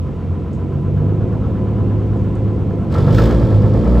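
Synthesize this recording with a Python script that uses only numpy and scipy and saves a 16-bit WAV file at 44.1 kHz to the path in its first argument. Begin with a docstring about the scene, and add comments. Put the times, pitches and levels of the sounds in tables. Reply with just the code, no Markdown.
"""A six-cylinder car with a big exhaust creeps through a parking lot at little over idle.
Uneven firings boom and burble in the pipe; the engine's clatter swells once per cycle.
Near three seconds the throttle opens: puffs of gas rasp and spit, a tyre clanks and crunches over
a drain grate, a weaker knock follows, and the boom stays louder as the tailpipe comes round.
Behind it all sit a faint hiss, a few high ticks and the lot's weak reflections."""
import sys
import numpy as np
from scipy import signal
from scipy.fft import rfft, irfft
from scipy.io import wavfile
from scipy.ndimage import uniform_filter1d, minimum_filter1d

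SR = 44100
rng = np.random.default_rng(int(sys.argv[2]) if len(sys.argv) > 2 else 0)


def output_pcm(signal):
    """Save a mono or channel-first signal as 16-bit PCM at the path in sys.argv[1].

    Samples are clipped to [-1, 1] before scaling.
    """
    pcm = np.clip(np.atleast_2d(signal).T, -1, 1) * 32767
    wavfile.write(sys.argv[1], SR, np.round(pcm).astype(np.int16))


N = 176400
T = np.arange(N) / SR

# engine speed as firing rate: t/s, f/Hz
FIRING_RATE = [(0, 44.1), (.3, 44.5), (.55, 46), (.8, 47), (1, 49.5), (1.2, 52.2), (1.6, 52.4), (2, 51.8),
               (2.5, 52.3), (2.65, 51.9), (2.8, 51.1), (2.92, 45.5), (3.1, 49.8), (3.2, 54.3), (3.3, 57.6),
               (3.45, 55.4), (3.6, 51), (3.72, 51.7), (3.85, 60), (4, 58.8)]
# boom envelopes at one, two and three times the firing rate: t/s, level/dB
BOOM_1_ENV = [(0, -44), (2.85, -43), (3.1, -26), (3.22, -15), (3.36, -14.5), (3.5, -24), (3.68, -27),
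              (3.8, -19), (3.9, -12), (4, -11)]
BOOM_2_ENV = [(0, -22), (.12, -28), (.3, -22.5), (.43, -28), (.6, -24), (.72, -29), (.95, -19),
              (1.1, -17.5), (1.2, -20), (1.45, -21), (1.95, -17.5), (2.38, -20.5), (2.47, -15.5),
              (2.56, -20.5), (2.8, -20.5), (2.88, -26), (2.97, -17), (3.07, -16.5), (3.18, -9.5),
              (3.28, -22), (3.46, -19), (3.56, -11), (3.74, -12), (3.82, -25), (4, -22)]
BOOM_3_ENV = [(0, -34), (.6, -33), (.75, -25.5), (1.03, -18.5), (1.25, -31), (2.85, -32), (3, -22.5),
              (3.15, -19.5), (3.3, -27), (3.5, -29), (3.7, -24), (3.8, -30), (3.95, -21.5)]
# the boom wavers more at low speed: firing rate/Hz, rms depth/dB
BOOM_WAVER = [(44, 3), (52, 1), (58, .4)]
# exhaust accent of each cylinder in firing order: level/dB
PULSE_ACCENTS = [-1, -3.5, 1, -4.5, 2.5, 1]
# envelope shared by burble and overtones: t/s, level/dB
PIPE_ENV = [(0, -27), (.6, -26.5), (1.1, -23), (1.8, -22), (2.3, -22.7), (2.85, -22.7), (3, -19.3),
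            (3.2, -16), (3.4, -18.5), (3.65, -19.3), (3.8, -17.8), (4, -18.8)]
# exhaust tone at idle and on throttle: f/Hz, level/dB
PIPE_IDLE_EQ = [(20, -24), (36, -12.5), (52, -2), (70, 2.5), (88, 7), (112, -1.5), (135, 4), (160, -8),
                (185, -0.5), (215, -2), (245, -9), (285, -7), (310, -8.5), (338, -6), (370, -9),
                (450, -10.5), (520, -11), (590, -20), (680, -20), (780, -24.5), (1000, -35), (2000, -49),
                (5000, -86.5)]
PIPE_OPEN_EQ = [(20, -42.5), (36, -12.5), (52, 4.5), (90, 5), (125, 12), (160, -1), (220, -1.5), (255, -10),
                (290, -7), (335, -9.5), (385, -6), (450, -4), (530, -6), (610, -12), (680, -14),
                (780, -22.5), (1000, -25), (2000, -56.5), (5000, -86)]
# pipe overtones, riding on PIPE_ENV: multiple of the firing rate, idle level/dB, throttle level/dB
PIPE_OVERTONES = [(2.5, -14, -13), (3.5, -9, -11), (4, -6, -5), (4.5, -17, -20), (5, -17, -11),
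                  (5.5, -13.5, -20), (6, -21, -13), (6.5, -21, -24), (7, -22, -18), (8, -23, -15),
                  (9, -22, -17), (9.5, -25, -17), (10, -25, -18)]
# narrow pipe resonances: f/Hz, width/Hz, boost/dB
PIPE_RESONANCES = [(334, 24, 7), (517, 36, 7)]
# rasp envelope: t/s, level/dB
RASP_ENV = [(2.9, -53), (2.935, -44), (3.08, -45.5), (3.16, -39), (3.25, -40), (3.36, -46), (3.65, -50.5),
            (4, -48.5)]
# tone of rasp and spits: f/Hz, level/dB
RASP_EQ = [(500, -40), (1500, 10), (2200, -0.5), (2600, -3.5), (3300, 2.5), (4000, -1), (5250, -3),
           (6100, -11), (7400, -11), (8800, -14), (10000, -9), (13000, -22.5), (15500, -22.5)]
# the tailpipe's hardest spits: t/s, level/dB
SPIT_CUES = [(2.924, -36), (2.945, -35), (2.986, -37), (3.109, -35), (3.129, -36), (3.148, -29.5),
             (3.184, -31), (3.239, -28), (3.257, -31), (3.31, -31)]
# clatter envelope: t/s, level/dB
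CLATTER_ENV = [(0, -44.5), (.7, -44), (1, -41.5), (1.8, -41), (2.88, -42), (2.96, -32), (3.1, -33),
               (3.25, -27), (3.4, -35), (3.7, -37), (4, -34.5)]
# clatter accent of each cylinder in firing order: level/dB
CLATTER_ACCENTS = [7, 11, 2.5, 4, -2.5, -2]
# clatter tone at idle and on throttle: f/Hz, level/dB
CLATTER_IDLE_EQ = [(400, -25.5), (750, -3.5), (890, -5.5), (950, -1.5), (1015, 4.5), (1090, -5.5),
                   (1220, -5), (1350, -5.5), (1500, -12), (1750, -15.5), (2200, -38), (3000, -27),
                   (4000, -37.5), (8000, -52.5)]
CLATTER_OPEN_EQ = [(400, -12.5), (720, 1.5), (880, 4.5), (1020, 3), (1150, 1), (1240, 1.5), (1345, 5),
                   (1480, -20.5), (1650, -4.5), (1850, -13), (2400, -16), (4000, -48.5), (8000, -50.5)]
# metallic clanks, the tyre on the grate, then a weaker knock with the engine's beat: t/s, level/dB
CLANK_CUES = [(3.183, -17.5), (3.202, -28), (3.309, -28)]
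# metallic ring of the clanks: f/Hz, level/dB, t60/s
CLANK_MODES = [(1303, -3, .07), (1365, 0, .055), (1490, -6, .07), (1680, -4, .06), (1790, -9, .05),
               (3273, -21, .05), (3585, -19, .05)]
# envelope of the grit under the tyre: t/s, level/dB
GRIT_ENV = [(3.1, -70), (3.15, -40), (3.19, -38), (3.25, -47), (3.33, -52), (3.42, -90)]
# grit tone: f/Hz, level/dB
GRIT_EQ = [(800, -23), (2500, 8), (5000, 1), (8000, -8.5), (12000, -11.5), (15500, -8.5)]
# envelope of the lot's far hiss: t/s, level/dB
HISS_ENV = [(0, -55.5), (.8, -56), (2, -54), (4, -54.5)]
# hiss tone: f/Hz, level/dB
HISS_EQ = [(1200, -13.5), (2000, 5.5), (2700, 3), (4800, -9.5), (8400, -14.5), (10000, -15), (15000, -27.5)]
# small high ticks: t/s, level/dB, decay/s, f/Hz
TICK_CUES = [(.53, -56, .028, 7200), (2.16, -63, .05, 7000), (2.353, -51.5, .006, 8000)]
# tick tone: multiple of the tick's pitch, level/dB
TICK_EQ = [(.4, -26), (.6, -7), (.8, -3), (1, 0), (1.15, -1), (1.35, -20), (1.6, -40)]
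# phase between the two microphone ports: f/Hz, left lead/rad
STEREO_PHASE = [(0, 0), (6500, 0), (7600, -.3), (8400, -1.1), (9000, -2.1), (9500, -2.8), (10500, -3.3),
                (11000, -3.8), (11700, -4.8), (13000, -6.2), (15000, -7.3)]

BOOM_TRIM_DB, BURBLE_TRIM_DB, CLATTER_TRIM_DB, RASP_TRIM_DB = -0.09, 2.15, -0.24, 2
CYLINDER_COUNT = 6


def boom(turns, lag=0.34):
    """The low end: three nearly pure, wavering orders trail each pulse by lag of a firing interval."""
    waver_db = np.interp(curve(FIRING_RATE), *np.transpose(BOOM_WAVER))
    out = np.zeros(N)
    for order, envelope in enumerate([BOOM_1_ENV, BOOM_2_ENV, BOOM_3_ENV], 1):
        tone = unit(np.cos(2 * np.pi * order * (turns - lag)))
        out += amp(curve(envelope) + waver_db * drift(hz=9.1)) * tone
    return amp(BOOM_TRIM_DB) * out


def burble(turns, puff_share=.8):
    """Uneven pressure pulses and their puffs of gas ring the pipe, surging each cycle on throttle."""
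    clicks = firings(turns, PULSE_ACCENTS)
    gas = puffs(clicks, turbulence(turns), decay_s=.009, steady=1.0)
    drive = (1 - puff_share) * unit(clicks) + puff_share * gas
    surge_db = throttle() * cycle_swell(turns, depth_db=2.4)
    gain = amp(BURBLE_TRIM_DB + curve(PIPE_ENV) + surge_db)
    return gain * throttle_eq(drive, PIPE_IDLE_EQ, PIPE_OPEN_EQ)


def overtones(turns, waver_db=1.5):
    """Whole and half multiples of the firing rate; each swells as it glides through a pipe resonance."""
    out = np.zeros(N)
    for order, idle_db, open_db in PIPE_OVERTONES:
        pitch = order * curve(FIRING_RATE)
        ring_db = sum(db / (1 + (2 * (pitch - hz) / width) ** 2) for hz, width, db in PIPE_RESONANCES)
        level = idle_db + (open_db - idle_db) * throttle() + ring_db + waver_db * drift(hz=12)
        out += amp(level) * unit(np.cos(2 * np.pi * (order * turns + rng.random())))
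    return amp(curve(PIPE_ENV)) * out


def rasp(turns):
    """Bright puffs of gas at the tailpipe once the throttle opens, with a few hard spits on top."""
    gas = puffs(firings(turns, PULSE_ACCENTS), rng.standard_normal(N), decay_s=.0087, steady=1.3)
    gain = amp(RASP_TRIM_DB + curve(RASP_ENV)) * (T >= RASP_ENV[0][0])
    spits = sum(amp(db) * burst(start, decay_s=.0045) for start, db in SPIT_CUES)
    return gain * eq(gas, RASP_EQ) + spits * eq(rng.standard_normal(N), RASP_EQ)


def clatter(turns, lead=.4):
    """Metallic engine chatter, lead of a firing interval before each pulse, swelling once per cycle."""
    clicks = firings(turns + lead, CLATTER_ACCENTS, uneven=.25, jitter_s=.0001)
    swell = amp(cycle_swell(turns, depth_db=4.8))
    drive = swell * puffs(clicks, turbulence(turns), decay_s=.0077, steady=1.3)
    gain = amp(CLATTER_TRIM_DB + curve(CLATTER_ENV))
    return gain * throttle_eq(drive, CLATTER_IDLE_EQ, CLATTER_OPEN_EQ)


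def firings(turns, accents_db, uneven=.1, jitter_s=.0006):
    """One click per firing, accented by its cylinder and a little loose in timing and strength."""
    beats = np.flatnonzero(np.diff(np.floor(turns), prepend=-1))
    timing, strength = rng.standard_normal((len(beats), 2)).T
    onsets = np.clip(beats + (timing * jitter_s * SR).astype(int), 0, N - 1)
    clicks = np.zeros(N)
    clicks[onsets] = amp(np.resize(accents_db, len(beats))) * np.exp(uneven * strength)
    return clicks


def puffs(clicks, flow, decay_s, steady):
    """Each click lets through a dying burst of the noisy flow, over a steady bed of it."""
    gate = unit(signal.lfilter([1], [1, -np.exp(-1 / (decay_s * SR))], clicks))
    return unit((gate + steady) * flow)


def turbulence(turns, loop_share=.5, size=5000):
    """Flow noise: part loops with the engine cycle, part is always fresh."""
    loop = rng.standard_normal(size)[(turns / CYLINDER_COUNT % 1 * size).astype(int)]
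    return np.sqrt(loop_share) * loop + np.sqrt(1 - loop_share) * rng.standard_normal(N)


def cycle_swell(turns, depth_db, peak_phase=.57):
    """One rise and fall in dB per engine cycle."""
    return depth_db * np.cos(2 * np.pi * (turns / CYLINDER_COUNT - peak_phase))


def throttle(opens_s=2.9, rise_s=.029):
    """How far the throttle is open, 0 to 1."""
    return np.clip((T - opens_s) / rise_s, 0, 1)


def throttle_eq(x, idle, opened):
    """Crossfades from the idle tone to the open-throttle tone."""
    return (1 - throttle()) * eq(x, idle) + throttle() * eq(x, opened)


def clanks(attack_s=.0015):
    """Short metallic clanks: the tyre on the grate, then a weaker knock with the engine's beat."""
    out = np.zeros(N)
    for start, db in CLANK_CUES:
        t = np.maximum(T - start, 0)
        ring = sum(amp(level - 60 * t / t60) * np.sin(2 * np.pi * (hz * t + rng.random()))
                   for hz, level, t60 in CLANK_MODES)
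        out += amp(db) * np.minimum(t / attack_s, 1) * ring
    return out


def grit(grains_per_s=2200, spread_db=3):
    """The crunch: separate grains crack under the tyre as it crosses the grate."""
    cracks = rng.random(N) < grains_per_s / SR
    strength = amp(spread_db * np.minimum(rng.exponential(1, N), 3))
    grains = cracks * strength * rng.choice([-1, 1], N)
    return amp(curve(GRIT_ENV)) * eq(grains, GRIT_EQ)


def lot_ambience():
    """A faint bed of far hiss with a few small high ticks."""
    ticks = np.zeros(N)
    for start, db, decay_s, hz in TICK_CUES:
        tone = [(hz * ratio, level) for ratio, level in TICK_EQ]
        ticks += amp(db) * burst(start, decay_s) * eq(rng.standard_normal(N), tone)
    return amp(curve(HISS_ENV)) * eq(rng.standard_normal(N), HISS_EQ) + ticks


def reflections(send, t60_s=.2, taps_per_s=2000, predelay_s=.004):
    """The lot scatters the sound back as a short, sparse reverb."""
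    t = T[:SR // 2]
    taps = rng.standard_normal(len(t)) * (rng.random(len(t)) < taps_per_s / SR)
    taps *= amp(-60 * t / t60_s) * (t > predelay_s)
    return signal.fftconvolve(send, taps / np.linalg.norm(taps))[:N]


def amp(db):
    """Decibels to gain."""
    return 10 ** (np.asarray(db) / 20)


def unit(x):
    """Scales to rms 1."""
    return x / np.sqrt(np.mean(x ** 2) + 1e-20)


def curve(points):
    """Automation: straight lines between (t/s, value) points."""
    return np.interp(T, *np.transpose(points))


def burst(start, decay_s):
    """An envelope that jumps up at start and dies away."""
    return (T >= start) * np.exp(-abs(T - start) / decay_s)


def drift(hz):
    """Slow random modulation of rms 1, rolled off above hz."""
    rolloff = 1 + (np.fft.rfftfreq(N, 1 / SR) / hz) ** 4
    return unit(irfft(rfft(rng.standard_normal(N)) / rolloff, N))


def eq(x, points, size=8192):
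    """Minimum-phase EQ through (f/Hz, level/dB) points; output of rms 1."""
    hz, db = np.transpose(points)
    log_hz = np.log(abs(np.fft.fftfreq(size, 1 / SR)) + 1)
    log_gain = np.log(amp(np.interp(log_hz, np.log(hz), db)))
    response = np.exp(np.conj(signal.hilbert(log_gain)))
    impulse = np.fft.ifft(response).real[:size // 2]
    return unit(signal.fftconvolve(x, impulse)[:N])


def scene(reverb_db=-10, side_db=-13, bass_side_db=-17, left_db=-.75):
    """Mid/side mix: the car up front, widened by reflections and phase-shifted bass."""
    turns = np.cumsum(curve(FIRING_RATE)) / SR  # one turn per firing
    low = boom(turns) + overtones(turns)
    pipe = burble(turns)
    bright = clatter(turns) + rasp(turns) + clanks() + grit() + lot_ambience()
    mid = low + pipe + bright + amp(reverb_db) * reflections(pipe + bright)
    side = amp(side_db) * reflections(pipe + .45 * bright)
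    side += amp(bass_side_db) * signal.hilbert(low).imag
    return np.array([amp(left_db / 2) * (mid + side), amp(-left_db / 2) * (mid - side)])


def record(dry, ceiling=.93, cutoff_hz=15700):
    """Two microphone ports hear the treble out of phase; a peak limiter and a low-pass follow."""
    phase = np.interp(np.fft.rfftfreq(2 * N, 1 / SR), *np.transpose(STEREO_PHASE))
    wide = irfft(rfft(dry, 2 * N) * np.exp(.5j * np.array([phase, -phase])))[:, :N]
    gain = np.minimum(1, ceiling / (abs(wide).max(0) + 1e-9))
    limited = wide * uniform_filter1d(minimum_filter1d(gain, size=601), size=601)
    lowpass = signal.firwin(511, cutoff_hz, window=("kaiser", 9), fs=SR)
    return signal.oaconvolve(limited, lowpass[None], "same")


dry = scene()
out = record(dry)
output_pcm(out)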